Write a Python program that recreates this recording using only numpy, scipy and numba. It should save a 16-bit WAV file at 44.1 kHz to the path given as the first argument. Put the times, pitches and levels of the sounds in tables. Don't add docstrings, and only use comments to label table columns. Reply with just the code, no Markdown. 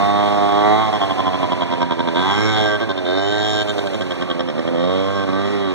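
import sys
import numpy as np
from scipy import signal
from scipy.fft import rfft, irfft
from scipy.io import wavfile
from scipy.ndimage import uniform_filter1d
from numba import njit

SR = 44100
rng = np.random.default_rng(int(sys.argv[2]) if len(sys.argv) > 2 else 0)


def dump_mix(stems):
    frames = np.atleast_2d(stems).T
    limited = np.clip(frames, -1, 1)
    pcm = np.round(limited * 32767).astype(np.int16)
    wavfile.write(sys.argv[1], SR, pcm)


N = 253134


def engine():
    # time in seconds, then thump, lower pipe, upper pipe, shell and rasp faders in dB.
    levels = [(0, -18, -14, -19.5, -34, -39), (.4, -15, -13.5, -23.5, -50, -36),
              (.75, -8.5, -11.5, -17, -34, -33), (.95, -18.5, -19.5, -25, -43, -32.5),
              (1.3, -20, -17.5, -18.5, -42, -32), (1.95, -17, -24.5, -21.5, -31.5, -35),
              (2.17, -13, -20.5, -22, -27, -27), (2.32, -17, -21.5, -21, -29.5, -26.5),
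              (2.45, -8, -28.5, -52, -24.5, -36.5), (2.58, -6, -18.5, -42, -22, -28.5),
              (2.7, -10, -27.5, -28.5, -23, -32), (2.9, -13, -27, -25, -29, -33.5),
              (3.15, -8.5, -18, -48, -27.5, -31.5), (3.45, -13.5, -21, -49, -27, -28.5),
              (3.75, -9.5, -22, -40, -26.5, -30.5), (4, -13.5, -24.5, -34, -29.5, -35.5),
              (4.25, -15.5, -27, -24, -29, -31.5), (4.7, -12, -18, -31.5, -41, -34.5),
              (4.88, -10.5, -16, -23, -36.5, -34.5), (5, -9.5, -18, -26, -39, -33.5),
              (5.2, -6, -42, -22, -27.5, -37.5), (5.45, -11, -37, -30, -38, -45),
              (5.74, -11.5, -40, -31.5, -44, -41)]
    # time in seconds, lower, upper and tail pipe in Hz, end cap and header trims in dB.
    pipe_rings = [(0, 690, 1104, 3330, 5, -4), (.55, 691, 1120, 3340, 1, -12),
                  (.82, 716, 1097, 3330, 1.5, -13.5), (1, 700, 1050, 3305, -18, -7),
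                  (1.3, 683, 1016, 3330, -14, 2), (1.7, 636, 970, 3300, -3.5, -1.5),
                  (2.15, 578, 932, 3370, 2.5, -2.5), (2.27, 860, 975, 3400, -9, -4.5),
                  (2.38, 817, 1074, 3240, 1, -7), (2.5, 760, 1150, 3330, 4, -13),
                  (2.7, 600, 1130, 3280, -1.5, -14.5), (3.05, 577, 960, 3220, 8.5, -11.5),
                  (3.22, 633, 1060, 3080, 7, -11), (3.45, 686, 1120, 3290, 4.5, -8),
                  (3.65, 624, 1104, 3200, 8, -12), (4, 554, 1054, 3300, 0.5, -10),
                  (4.25, 546, 1116, 3270, 1.5, -5.5), (4.55, 497, 1163, 3280, -4, -7.5),
                  (4.85, 520, 1113, 3260, 2, -2.5), (5.12, 510, 1050, 3330, -1.5, -10.5),
                  (5.4, 510, 1164, 3350, 5, -12.5), (5.74, 513, 1120, 3290, 3.5, -15)]
    # time in seconds, shock in dB, silencer box in Hz, upper shell in Hz and dB, end cap in Hz.
    facing = [(0, -47, 384, 1960, -31.5, 3650), (.5, -50, 370, 1914, -39.5, 3705),
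              (.7, -36, 368, 1970, -26.5, 3840), (.85, -50, 422, 2060, -33.5, 3730),
              (1.1, -53, 363, 1780, -40, 3640), (1.6, -33, 350, 1980, -40, 3790),
              (2.1, -25.5, 358, 2070, -47, 3650), (2.3, -24, 410, 1910, -33, 3750),
              (2.47, -23.5, 426, 2150, -30, 3710), (2.7, -37, 430, 1980, -35.5, 3680),
              (2.95, -50, 392, 2010, -51, 3600), (3.15, -27, 388, 1980, -39, 3660),
              (3.4, -41, 383, 1830, -32, 3713), (3.65, -27, 408, 1880, -50, 3650),
              (4.2, -35, 380, 1820, -36.5, 3740), (4.75, -37, 429, 1850, -31, 3680),
              (5.1, -30, 462, 1920, -48, 3750), (5.4, -49, 430, 1880, -39, 3770),
              (5.55, -52, 419, 1920, -35, 3813), (5.74, -49, 401, 1910, -47, 3770)]
    # time in seconds, then puff, upper header trim, lower fin and upper fins in dB.
    outlet = [(0, -39, 4, -50, -62), (.8, -29, -0.5, -51, -50), (1.2, -36, -2, -50, -65),
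              (1.7, -26, 0, -50, -57), (2.1, -31.5, 0, -52, -56), (2.4, -49, -2, -39, -41.5),
              (2.62, -43, -12, -41, -45), (3, -34, -1.5, -51, -55), (3.2, -48, -9.5, -41, -45),
              (3.58, -40.5, -7.5, -39, -37.5), (3.8, -18, -4.5, -51, -38), (3.95, -29, 1, -47, -45),
              (4.15, -33, -1, -47, -49), (4.4, -27, -0.5, -44, -55), (4.7, -37, 3, -45, -56),
              (4.9, -36, -0.5, -49, -58), (5.13, -56, -2, -45, -49), (5.4, -55, 3, -51, -56),
              (5.74, -56, -1, -56, -61)]
    box_overtone = (448.4, 173, -2)
    air_puff = [(520, 270, 0)]
    header_pipe = [(106, 44, -6), (221.3, 136, -0.5)]
    outlet_shock = [(845, 1070, 12), (2540, 400, -8)]
    silencer_shell = [(1559.6, 63, 0)]
    low_rasp = (3000, 200, -6)
    end_cap = [(3970, 320, -5.5), (4422, 90, -7.5), (4770, 170, -23)]
    fins = [(5400, 210, 0), (6660, 240, 3.5), (7330, 400, 0)]

    thump_db, low_db, high_db, shell_db, rasp_db = curves(levels)
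    low_hz, high_hz, tail_hz, cap_db, drone_db = curves(pipe_rings)
    shock_db, box_hz, upper_shell_hz, upper_shell_db, cap_hz = curves(facing)
    puff_db, header_db, fin_db, top_fin_db = curves(outlet)
    hz, width, db = header_pipe[1]
    header = [header_pipe[0], (hz, width, db + header_db)]
    lead_s = .001
    part = cylinder()
    return (part([(box_hz, 307, 0), box_overtone], thump_db - 6.5, .09, unfired_db=-6.5, lead_s=lead_s)
            + part(air_puff, puff_db, .03, unfired_db=-30, lead_s=lead_s)
            + part(header, thump_db + drone_db, .09, unfired_db=-6, lead_s=lead_s)
            + part([(low_hz, 150, 0)], low_db, .06, unfired_db=-5.5, widen=2, lead_s=lead_s)
            + part([(high_hz, 80, 0)], high_db, .06, unfired_db=-9, widen=1.43, lead_s=lead_s)
            + part(outlet_shock, shock_db, .06, unfired_db=-55)
            + part([(upper_shell_hz, 150, 0)], upper_shell_db, .1, unfired_db=-21)
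            + part(silencer_shell, shell_db, .1, unfired_db=-20)
            + part([low_rasp, (tail_hz, 190, 0)], rasp_db + .5, .11, unfired_db=-40, flicker_db=3)
            + part([(cap_hz, 130, 4)] + end_cap, rasp_db - 5 + cap_db, .11, unfired_db=-33, flicker_db=2)
            + part(fins[:1], fin_db, .4, unfired_db=-24, flicker_db=2.5)
            + part(fins[1:], top_fin_db, .4, unfired_db=-45, flicker_db=2))


def cylinder():
    turns, burn, spent_db = crank()
    turn = np.clip(turns, 0, None).astype(int)
    jitter, unevenness = rng.standard_normal((len(burn), 2)).T
    at = np.interp(np.arange(len(burn)), turns, np.arange(N)) + 8e-6 * SR * jitter
    at = np.clip(at, 0, N - 1)
    size = undb(np.where(burn > 0, .9, 1.3) * unevenness) * np.sqrt(N / len(burn))
    gas = rng.standard_normal(N) * np.exp(-(turns % 1) / .5)
    gas /= rms(gas)

    def part(modes, db, roughness, unfired_db, widen=1, lead_s=0, flicker_db=0):
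        push = np.maximum(burn, undb(unfired_db + spent_db))
        rush = gas * (roughness + .35 * (burn[turn] == 0))
        full_burn = rms(ring(clicks(at, size) + roughness * gas, modes, widen))
        drive = np.roll(clicks(at, size * push) + rush * push[turn], -int(lead_s * SR))
        return undb(db + flicker_db * wander(14)) * ring(drive, modes, widen) / full_burn

    return part


def crank():
    # time in seconds, turns a second.
    crank_speed = [(0, 101.1), (.25, 103.3), (.51, 101.7), (.64, 104.4), (.83, 110.1), (1.02, 98.52),
                   (1.17, 94.33), (1.43, 89.52), (1.7, 87.28), (2.15, 84.85), (2.38, 105.2), (2.49, 109.9),
                   (2.67, 105.2), (2.76, 104.4), (3.06, 88.8), (3.18, 98.57), (3.32, 105.1), (3.47, 107.9),
                   (3.63, 106.4), (3.95, 94.7), (4.2, 87.96), (4.72, 81.37), (4.95, 93.64), (5.15, 98.4),
                   (5.29, 94.36), (5.5, 101.5), (5.61, 100), (5.74, 91)]
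    # start and length in seconds, strength in dB, then trims in dB
    firing_runs = [(0.002, 0.9, -3.5, -0.5, -6), (0.9282, 0.051, -1, 0, -14), (1.015, 0.037, 0.5, 0, -15),
                   (1.108, 0.019, 0.5, 0.5, -6), (1.193, 0.018, 0.5, -2, -5), (1.2673, 0.027, 0, -3.5, -6),
                   (1.3433, 0.017, -1, -1, -9), (1.43, 0.023, -0.5, -0.5, -10), (1.52, 0.019, 2.5, -2, -9),
                   (1.6203, 0.018, 2, -2, -6), (1.713, 0.038, -1.5, -2.5, -10),
                   (1.817, 0.024, 1.5, 0.5, -6), (1.909, 0.028, 1.5, -3, -14),
                   (1.9927, 0.022, 0.5, -2, -23), (2.074, 0.02, -1, -3, -22), (2.146, 0.626, -2.5, -5, -25),
                   (2.811, 0.033, -1.5, 0, -4), (2.892, 0.029, 0, -2.5, -20),
                   (2.9763, 0.021, -4.5, 0.5, -9), (3.053, 0.58, -4.5, -0.5, -25),
                   (3.6837, 0.032, -5.5, -3.5, -9), (3.781, 0.019, -2, -3.5, -25),
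                   (3.861, 0.021, -4.5, -10, -24), (3.944, 0.014, -5.5, 1.5, -4),
                   (4.0092, 0.023, -3.5, -1, -22), (4.1077, 0.0233, -2, -1.5, -24),
                   (4.211, 0.023, -1, -6, -23), (4.3004, 0.025, -2, -1, -17), (4.394, 0.023, 0, -5, -23),
                   (4.4865, 0.0242, -3, -1, -9), (4.5802, 0.026, -2.5, -2.5, -20),
                   (4.677, 0.017, -1.5, -1, -15), (4.747, 0.504, -6.5, -3, -22),
                   (5.279, 0.0314, -3.5, -2.5, -8), (5.3322, 0.4, -2, 0.5, -6)]
    hz, = curves(crank_speed)
    start, length, strength_db, first_db, catch_db = np.transpose(firing_runs)
    t, onset = np.arange(N) / SR, (start * SR).astype(int)
    turns = np.cumsum(hz) / SR
    first = np.round(turns[onset])
    turns += np.interp(t, start, first - turns[onset])
    turn = np.arange(int(turns[-1]) + 2)
    begins = np.interp(turn, turns, t)[:, None]
    into_run = turn[:, None] - first
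    share = (into_run >= 0) * np.clip((start + length - begins) * hz[onset], 0, 1)
    share *= np.where(into_run == 0, undb(first_db), 1)
    burn = (share * undb(strength_db)).max(axis=1)
    catch = ((into_run == -1) * undb(strength_db + catch_db)).max(axis=1)
    last = np.maximum.accumulate(np.where(burn > 0, turn, 0))
    following = np.minimum.accumulate(np.where(burn > 0, turn, turn[-1] + 1)[::-1])[::-1]
    spent_db = -6.5 * (following - turn) / np.maximum(following - last, 1)
    return turns, np.maximum(burn, catch), spent_db


def tyres():
    # time in seconds, rush in dB, treble hiss in dB.
    rolling = [(0, -27, -47.5), (.8, -27, -48), (1.2, -26, -49.5), (1.9, -28, -54.5), (2.4, -26, -47),
               (2.95, -31, -56), (3.3, -30, -53), (3.75, -28.5, -46), (4.35, -31.5, -56),
               (4.9, -31.5, -54.5), (5.3, -29.5, -53.5), (5.74, -30, -53.5)]
    # frequency in Hz, relative level in dB.
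    grit = [(25, -28), (40, -27), (60, -21), (150, -13), (300, -14.5), (600, -19), (1000, -22.5),
            (1500, -26), (2600, -28), (4000, -36.5), (6000, -46.5), (9000, -55.5), (12000, -64),
            (15500, -73.5)]
    rush_db, hiss_db = curves(rolling)
    hz, grit_db = np.transpose(grit)
    f = np.fft.rfftfreq(N, 1 / SR)
    colour = undb(np.interp(np.log(f + 1), np.log(hz), grit_db))
    grains = rfft(rng.standard_normal((2, N)) * undb(1.2 * rng.exponential(size=(2, N)))) * colour
    treble = 1 / (1 + (6000 / (f + 1)) ** 4)
    rush, hiss = irfft(grains * (1 - treble), N), irfft(grains * treble, N)
    bumps = undb(wander(13))
    return bumps * (undb(rush_db) * rush / rms(rush) + undb(hiss_db) * hiss / rms(hiss))


def yard(x, t60=.3, wet_db=-20, start_s=.012, dull_hz=2500):
    t = np.arange(int(.4 * SR)) / SR
    echoes = rng.standard_normal(len(t)) * np.exp(-np.log(1000) * t / t60) * (t > start_s)
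    echoes = signal.lfilter(*signal.butter(1, dull_hz, fs=SR), echoes)
    return x + undb(wet_db) * signal.fftconvolve(x, echoes / np.sqrt(np.sum(echoes ** 2)))[:N]


def ring(x, modes, widen):
    out = 0
    for k, (hz, width, db) in enumerate(modes):
        centre = hz * np.ones(N)
        once = moving_bandpass(x, centre, float(width))
        twice = moving_bandpass(once, centre, float(widen * width))
        out += (-1) ** k * undb(db) * twice / np.sqrt(width)
    return out


@njit
def moving_bandpass(x, hz, width):
    y, band, low = np.empty(len(x)), 0., 0.
    for i in range(len(x)):
        g, damping = np.tan(np.pi * hz[i] / SR), width / hz[i]
        v = (band + g * (x[i] - low)) / (1 + g * (g + damping))
        band, low, y[i] = 2 * v - band, low + 2 * g * v, damping * v
    return y


def clicks(at, size):
    out, whole = np.zeros(N + 1), at.astype(int)
    np.add.at(out, whole, size * (1 - at % 1))
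    np.add.at(out, whole + 1, size * (at % 1))
    return out[:N]


def wander(hz):
    hold = int(SR / hz)
    steps = np.repeat(rng.standard_normal(N // hold + 1), hold)
    return 1.3 * uniform_filter1d(uniform_filter1d(steps, hold), hold)[:N]


def curves(table):
    seconds, *columns = np.transpose(table)
    return [np.interp(np.arange(N) / SR, seconds, c) for c in columns]


def undb(db):
    return 10 ** (np.asarray(db) / 20)


def rms(x):
    return np.sqrt(np.mean(x ** 2))


def scene():
    # frequency in Hz, phase lag in half cycles, level in dB,
    # likeness of the hiss from 0 to 1.
    stereo_image = [(0, 1, -3.8, 0), (35, 1.025, -3.8, .3), (65, 1.047, -3.9, 1), (258, 1.187, -4.1, 1),
                    (968, 1.716, -2.9, 1), (2153, 2.56, -1.6, .9), (2650, 3, 0, 1), (2850, 3, 0, 1),
                    (3445, 3.61, 3.5, .9), (4306, 4.49, 4, .85), (4850, 5, 0, 1), (5050, 5, 0, 1),
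                    (6029, 6, -.3, .95), (7536, 6.93, -4.5, .6), (8613, 7.8, -4, .5), (10000, 9, 0, 1),
                    (10450, 9, 0, 1), (11843, 10.1, -5, .3), (16000, 13, -2, .4)]
    motor = yard(engine())
    hiss, other_hiss = tyres()
    hz, *columns = np.transpose(stereo_image)
    lag, db, likeness = (np.interp(np.fft.rfftfreq(N, 1 / SR), hz, c) for c in columns)
    spectrum = rfft(motor) + likeness * rfft(hiss) + np.sqrt(1 - likeness ** 2) * rfft(other_hiss)
    left = irfft(spectrum * undb(db) * np.exp(-1j * np.pi * lag), N)
    return np.array([left, motor + hiss])


def record(dry, bass_hz=70, top_hz=15650):
    thinned = signal.sosfilt(signal.butter(2, bass_hz, "high", fs=SR, output="sos"), dry)
    rounded = np.tanh(1.008 * thinned) / .86
    return signal.sosfilt(signal.ellip(10, .2, 80, top_hz, fs=SR, output="sos"), rounded)


dry = scene()
out = record(dry)
dump_mix(out)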